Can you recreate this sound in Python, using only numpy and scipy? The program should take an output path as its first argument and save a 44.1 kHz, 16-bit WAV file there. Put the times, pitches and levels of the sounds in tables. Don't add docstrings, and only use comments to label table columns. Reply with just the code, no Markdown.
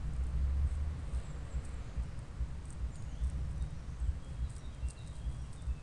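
import sys
import numpy as np
from scipy import signal
from scipy.fft import rfft, irfft, next_fast_len
from scipy.io import wavfile
from scipy.ndimage import map_coordinates

SR = 44100
rng = np.random.default_rng(int(sys.argv[2]) if len(sys.argv) > 2 else 0)


def transcribe(signal):
    frames = np.atleast_2d(signal).T
    limited = np.clip(frames, -1, 1)
    pcm = np.round(limited * 32767).astype(np.int16)
    wavfile.write(sys.argv[1], SR, pcm)


N = 256662

# t/s, level/dB, relative twig level/dB, twig f/Hz
CONTACTS = [(.1359, -49.5, -20, 5560), (0.2683, -48.5, -24, 5470), (.711, -55, -16, 5500),
            (.7525, -53, -24, 5500), (1.094, -53, -15, 5800), (1.148, -47, -6, 5800),
            (1.159, -52, -9, 5800), (1.2022, -53, -11, 6000), (1.639, -54, -11, 6040),
            (1.6503, -42, -22, 6000), (1.654, -44.5, -14, 6100), (1.6575, -47, -16, 6000),
            (2.036, -49, -13, 5800), (2.1913, -46, -17, 5500), (2.6556, -44, -21, 5500),
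            (2.7052, -37.5, -36, 5500), (2.727, -43, -26, 6300), (2.7327, -47, -30, 6300),
            (2.9568, -42.5, -5, 4300), (2.9655, -47, -20, 4600), (3.024, -49, -3, 4600),
            (3.2383, -48, -8, 5600), (3.2463, -46, -12, 5600), (3.2707, -49, -13, 5500),
            (3.279, -53, -10, 5500), (3.3, -42.5, -16, 5500), (3.624, -43.5, -9, 4300),
            (4.001, -48.5, -22, 6300), (4.0758, -57, -22, 6300), (4.4975, -51, -9, 5000),
            (4.5002, -47, -10, 5000), (4.5046, -42, -23, 5000), (4.5155, -50, -12, 5000),
            (4.565, -41, -6, 5000), (4.5681, -44.5, -16, 5150), (4.8862, -39.5, -12, 5300),
            (4.9027, -40, -8, 5100), (4.907, -32.5, -15, 5100), (4.9183, -55, -13, 5300),
            (4.933, -50, -10, 5300), (5.075, -44, -14, 6200), (5.081, -48, -7, 6200),
            (5.156, -49, -5, 4900), (5.166, -49, -9, 4900), (5.3462, -51, -13, 5200),
            (5.5301, -46, -5, 4600), (5.533, -46, -23, 5600), (5.5366, -47, -13, 5600),
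            (5.6216, -46.5, -15, 5550), (5.668, -50.5, -11, 5200)]
# f/Hz, level/dB
SNAP_SPECTRUM = [(2000, -33), (5000, -20.5), (6600, -11), (7500, -7), (8400, 0.5), (9500, -8), (11000, -17),
                 (12000, -40.5)]


def amp(db):
    return 10 ** (np.asarray(db) / 20)


def unit(x):
    return x / np.sqrt(np.mean(x ** 2) + 1e-20)


def curve(points):
    return np.interp(np.arange(N) / SR, *np.transpose(points))


def wobble(rate_hz):
    knots = rng.standard_normal(int(N * rate_hz / SR) + 4)
    return map_coordinates(knots, [np.arange(N) * rate_hz / SR])


def colour(x, points):
    size = 2 * next_fast_len(N // 2 + 8192)
    hz, db = np.transpose(points)
    bins_hz = np.fft.rfftfreq(size, 1 / SR)
    gain = unit(amp(np.interp(np.log(bins_hz + 1), np.log(hz), db)))
    cepstrum = irfft(np.log(np.maximum(gain, 1e-6)))
    cepstrum[1:size // 2] *= 2
    cepstrum[size // 2 + 1:] = 0
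    return irfft(rfft(x, size) * np.exp(rfft(cepstrum)))[:N]


def noise(points):
    return unit(colour(rng.standard_normal(N), points))


def add(track, start_s, sound):
    start = round(start_s * SR)
    part = sound[max(-start, 0):max(N - start, 0)]
    track[max(start, 0):][:len(part)] += part


def swell(track, mid_s, length_s, db):
    add(track, mid_s - length_s / 2, amp(db) * np.hanning(int(length_s * SR)))


def tone(hz, rms_db, drift_rad):
    level = np.sqrt(2) * amp(rms_db + 1.6 * wobble(3))
    phase = 2 * np.pi * np.cumsum(hz * np.ones(N)) / SR
    return level * np.sin(phase + drift_rad * wobble(13))


def traffic():
    # f/Hz, level/dB
    rumble_spectrum = [(10, 3.5), (25, 1), (36, -3.5), (52, 3.5), (66, 6), (86, -3), (115, -1.5), (155, -3),
                       (185, -13.5), (260, -20), (350, -28), (600, -57.5)]
    wash_spectrum = [(120, -12), (250, 1), (370, -4.5), (500, -3), (650, -5.5), (850, -8), (1150, -6.5),
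                     (1900, -17), (2800, -31), (6000, -54)]
    treble_spectrum = [(700, -21.5), (1300, -2.5), (1900, 0), (2800, -4.5), (3400, -8.5), (4200, -8.5),
                       (6000, -26), (9000, -47.5)]
    # t/s, level/dB
    rumble_levels = [(0, -41), (.9, -41.5), (2.8, -44.5), (3.35, -41.5), (3.95, -43), (4.3, -44),
                     (5.2, -45), (5.8, -44)]
    wash_levels = [(0, -59.5), (1.6, -58), (2.5, -60.5), (5.8, -61.5)]
    treble_levels = [(0, -66.5), (.7, -66.5), (1.3, -65), (1.9, -64.5), (2.3, -68.5), (3.5, -68),
                     (4.5, -68.5), (5.8, -71)]
    rumble = amp(curve(rumble_levels) + 1 + 0.96 * wobble(12)) * noise(rumble_spectrum)
    wash = amp(curve(wash_levels) + 0.72 + 0.15 * wobble(2.5)) * noise(wash_spectrum)
    treble = amp(curve(treble_levels)) * noise(treble_spectrum)
    return rumble + wash + treble


def camera(hiss_db=-69):
    partials = [(4800, -85), (9600, -96)]  # f/Hz, rms level/dB
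    hiss_spectrum = [(3000, 4), (5000, 3.5), (7000, 3.5), (8400, 2.5), (9300, -3), (10500, -7),
                     (11500, -34)]
    whine = sum(tone(hz, db, drift_rad=0.8) for hz, db in partials)
    return whine + amp(hiss_db) * noise(hiss_spectrum)


def hum(start_hz=58.4, rise_hz_per_s=18.03, return_hz=64.9):
    rise_levels = [(0, -34), (.16, -38.5), (.28, -33.5), (.45, -30), (.58, -32), (.65, -24.5), (.7, -42),
                   (.745, -26.5), (.8, -31), (.92, -35.5), (1.1, -63)]
    returns = [(3.356, 0.49, -34.5), (3.938, 0.16, -32.5), (4.102, 0.074, -33.5)]
    t = np.arange(N) / SR
    level = amp(curve(rise_levels) + 0.5 * wobble(16.2)) * (t < rise_levels[-1][0])
    rising = level * np.sin(2 * np.pi * np.cumsum(start_hz + rise_hz_per_s * t) / SR)
    swells = np.zeros(N)
    for mid_s, length_s, db in returns:
        swell(swells, mid_s, length_s, db)
    return rising + swells * amp(4 * wobble(33)) * np.sin(2 * np.pi * return_hz * t)


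def scuffs(grains_per_s=2200, scatter_db=4.5, idle_db=-78, rustle_lag_s=0.0076):
    drags = [(0.716, .14, -68.5, -3), (1.09, 0.33, -73, -6), (1.214, 0.29, -81, 13), (1.69, 0.13, -71, -12),
             (2.687, 0.086, -79, -15), (3.507, 0.054, -70.5, -12), (4.322, 0.2, -76, -1),
             (4.558, 0.14, -70, -11), (5.115, 0.3, -77, -6), (5.357, 0.44, -73.5, -15),
             (5.557, 0.088, -70, -5)]
    soil_spectrum = [(800, -9), (2200, 6), (4200, 6), (7000, -19)]  # f/Hz, level/dB
    leaves, soil = np.full(N, amp(idle_db)), np.zeros(N)
    for mid_s, length_s, db, soil_db in drags:
        swell(leaves, mid_s, length_s, db)
        swell(soil, mid_s, length_s, db + soil_db)
    for at_s, db, twig_db, _ in CONTACTS:
        rustle_db = -43.5 + 0.71 * (db + twig_db)
        swell(leaves, at_s + rustle_lag_s, length_s=0.11, db=rustle_db)
    onsets = rng.random(N) < grains_per_s / SR
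    grains = unit(onsets * rng.standard_normal(N) * amp(scatter_db * rng.standard_normal(N)))
    return amp(-0.9) * colour(leaves * grains, SNAP_SPECTRUM) + soil * noise(soil_spectrum)


def pecks(tear_t60_s=0.0052, bend_s=0.01, crumb_t60_s=0.071, twig_q=2.8, strays_per_s=2.4):
    body_spectrum = [(800, -24), (2500, -8), (4200, 7.5), (6000, 4), (8000, -5)]
    snaps, bodies = np.zeros(N), np.zeros(N)
    t = np.arange(-SR // 50, SR // 10) / SR
    before, after = np.minimum(t, 0), np.maximum(t, 0)
    draws = rng.random((int(strays_per_s * N / SR), 2))
    strays = [(when * N / SR, -48.5 - 12 * softness, -15, 5200) for when, softness in draws]
    for at_s, db, twig_db, twig_hz in CONTACTS + strays:
        tear = rng.standard_normal(len(t)) * after * amp(-60 * after / tear_t60_s)
        crumbs = unit(rng.standard_normal(len(t)) ** 3)
        crumbs *= np.exp(before / bend_s) * amp(-32 - 60 * after / crumb_t60_s)
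        crack = (t == 0) + amp(-3) * tear / np.linalg.norm(tear) + crumbs
        ring = signal.lfilter(*signal.iirpeak(twig_hz, twig_q, SR), crack)
        add(snaps, at_s + t[0], amp(db + 7) * crack)
        add(bodies, at_s + t[0], amp(db + twig_db + 11.5) * ring)
    return colour(snaps, SNAP_SPECTRUM) + colour(bodies, body_spectrum)


def throbs(length_s=0.0803, hz=59.7, level_db=-30, harmonics_db=(0, -15, -24)):
    paces = [(.349, .39), (.739, .42), (3.239, .395), (4.432, .423)]
    out = np.zeros(N)
    t = np.arange(int(length_s * SR)) / SR
    envelope = amp(level_db) * np.sqrt(np.hanning(len(t)))
    ends_s = [start_s for start_s, _ in paces[1:]] + [N / SR + paces[-1][1] / 2]
    for (start_s, period_s), end_s in zip(paces, ends_s):
        for mid_s in np.arange(start_s, end_s - period_s / 2, period_s):
            wave = sum(amp(db) * np.sin(2 * np.pi * (k * hz * t + rng.random()))
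                       for k, db in enumerate(harmonics_db, 1))
            add(out, mid_s - length_s / 2, envelope * wave)
    return out


def engines():
    notes = [(1.446, 1.1, 550, 0.5, -68), (2.246, 1.25, 558, -2.5, -70.5), (3.446, 0.92, 557, 1.5, -73.5),
             (1.19, 1.6, 474.6, 2, -69.5), (1.398, 1.8, 440.5, 13.5, -72.5), (4.252, 0.61, 535, -4, -71.5),
             (4.95, 1.6, 625, 0.5, -75)]
    out, t = np.zeros(N), np.arange(N) / SR
    for mid_s, length_s, hz, climb_hz_per_s, db in notes:
        envelope = np.cos(np.pi * np.clip((t - mid_s) / length_s, -0.5, 0.5))
        out += envelope * tone(hz + climb_hz_per_s * (t - mid_s), db, drift_rad=0.59)
    return out


def whistle(length_s, start_hz, end_hz, bend, quaver):
    progress = np.linspace(0, 1, int(length_s * SR))
    jitter = map_coordinates(rng.standard_normal(128), [progress * length_s * 400], mode="mirror")
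    glide_hz = end_hz + (start_hz - end_hz) * (1 - progress) ** bend
    phase = 2 * np.pi * np.cumsum(glide_hz * (1 + quaver * jitter)) / SR
    return np.sqrt(np.abs(np.sin(np.pi * progress))) * np.sin(phase)


def phrase(notes, bend, quaver):
    song = np.zeros(N)
    for start_s, length_s, start_hz, end_hz, db in notes:
        add(song, start_s, amp(db) * whistle(length_s, start_hz, end_hz, bend, quaver))
    return song


def high_bird():
    calls = [(0.654, 0.075, 8450, 7920, -64), (1.155, .08, 8530, 7900, -64),
             (1.234, 0.085, 7900, 7300, -61), (1.442, .06, 8550, 8100, -66),
             (1.498, 0.052, 8000, 7330, -60), (2.9, 0.055, 7800, 6850, -62.5),
             (2.935, 0.076, 7200, 6250, -64), (3.076, .05, 6900, 6500, -67),
             (3.105, .055, 6530, 5750, -66.5), (3.535, .09, 6250, 5700, -69),
             (3.765, 0.04, 6130, 5250, -68), (3.985, 0.095, 8400, 7400, -65.5)]
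    return phrase(calls, bend=1.15, quaver=0.013)


def twitter(step_s=0.033, note_s=0.034, fall=0.0884, scatter=0.04):
    runs = [(1.68, 1.925, 8130, 6730, -70), (1.971, 2.217, 5460, 5200, -73),
            (3.163, 3.522, 6350, 5350, -75), (3.68, 3.958, 5840, 6510, -71.5)]
    song = np.zeros(N)
    for start_s, end_s, first_hz, last_hz, db in runs:
        for at_s in np.arange(start_s, end_s, step_s):
            hz = np.interp(at_s, [start_s, end_s], [first_hz, last_hz])
            hz *= 1 + scatter * rng.standard_normal()
            add(song, at_s, amp(db) * whistle(note_s, hz, hz * (1 - fall), bend=0.98, quaver=0.029))
    return song


def low_bird():
    # t/s, length/s, start f/Hz, end f/Hz, level/dB
    sweep = (3, 0.27, 2451, 3801, -67.5)
    slurs = [(4.049, 0.042, 3350, 2880, -65.5), (4.437, 0.048, 3980, 3750, -63),
             (4.579, 0.026, 6200, 5620, -64), (4.606, 0.0745, 3930, 3730, -62.5),
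             (4.714, 0.042, 3350, 3150, -67), (4.966, 0.0584, 4120, 3690, -59.5),
             (5.372, .08, 5720, 5600, -68), (5.415, 0.073, 3200, 2600, -68),
             (5.557, 0.062, 3800, 3520, -65.5)]
    held = [(3.591, .045, 3730, 3770, -65), (4.222, 0.099, 3270, 3280, -66.5),
            (4.39, 0.071, 3310, 3290, -70), (4.804, .12, 2724, 2750, -64), (4.948, 0.089, 2745, 2725, -73),
            (5.119, .12, 3227, 3224, -64), (5.221, 0.11, 3310, 3380, -67), (5.331, 0.08, 3365, 3320, -69.5),
            (5.681, 0.07, 2640, 2583, -65.5), (5.754, 0.065, 2680, 2510, -65)]
    return (phrase([sweep], bend=1, quaver=0.02)
            + phrase(slurs, bend=1.365, quaver=0.026)
            + phrase(held, bend=1, quaver=0.0094))


def trees(x, t60_s, direct_db, echo_db, build_s=0.0099, near_t60_s=0.14, near_db=-2):
    t = np.arange(SR) / SR
    decay = amp(-60 * t / t60_s) + amp(near_db - 60 * t / near_t60_s)
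    envelope = decay * (1 - np.exp(-t / build_s))
    fade = np.sqrt(np.hanning(SR // 8))
    echo = np.zeros(N)
    for start in range(0, N, SR // 16):
        tail = rng.standard_normal(SR) * envelope
        tail /= np.linalg.norm(tail)
        part = x[start:start + len(fade)]
        if part.any():
            add(echo, start / SR, signal.fftconvolve(part * fade[:len(part)], tail))
    return amp(direct_db) * x + amp(echo_db) * echo


def songbirds(flutter_db=2):
    flutter = amp(flutter_db * wobble(60))
    return (trees(flutter * high_bird(), t60_s=0.94, direct_db=-4, echo_db=-3.5)
            + trees(flutter * twitter(), t60_s=0.55, direct_db=-4, echo_db=-3)
            + trees(flutter * low_bird(), t60_s=1, direct_db=-2.5, echo_db=-1.5))


def scene():
    crow = pecks() + scuffs()
    return (crow + songbirds() + engines() + throbs() + hum() + traffic() + camera())[None]


def record(dry, cutoff_hz=11350):
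    size = next_fast_len(N + SR // 2)
    hz = np.fft.rfftfreq(size, 1 / SR)
    return irfft(rfft(dry, size) / np.sqrt(1 + (hz / cutoff_hz) ** 120), size)[:, :N]


dry = scene()
out = record(dry)
transcribe(out)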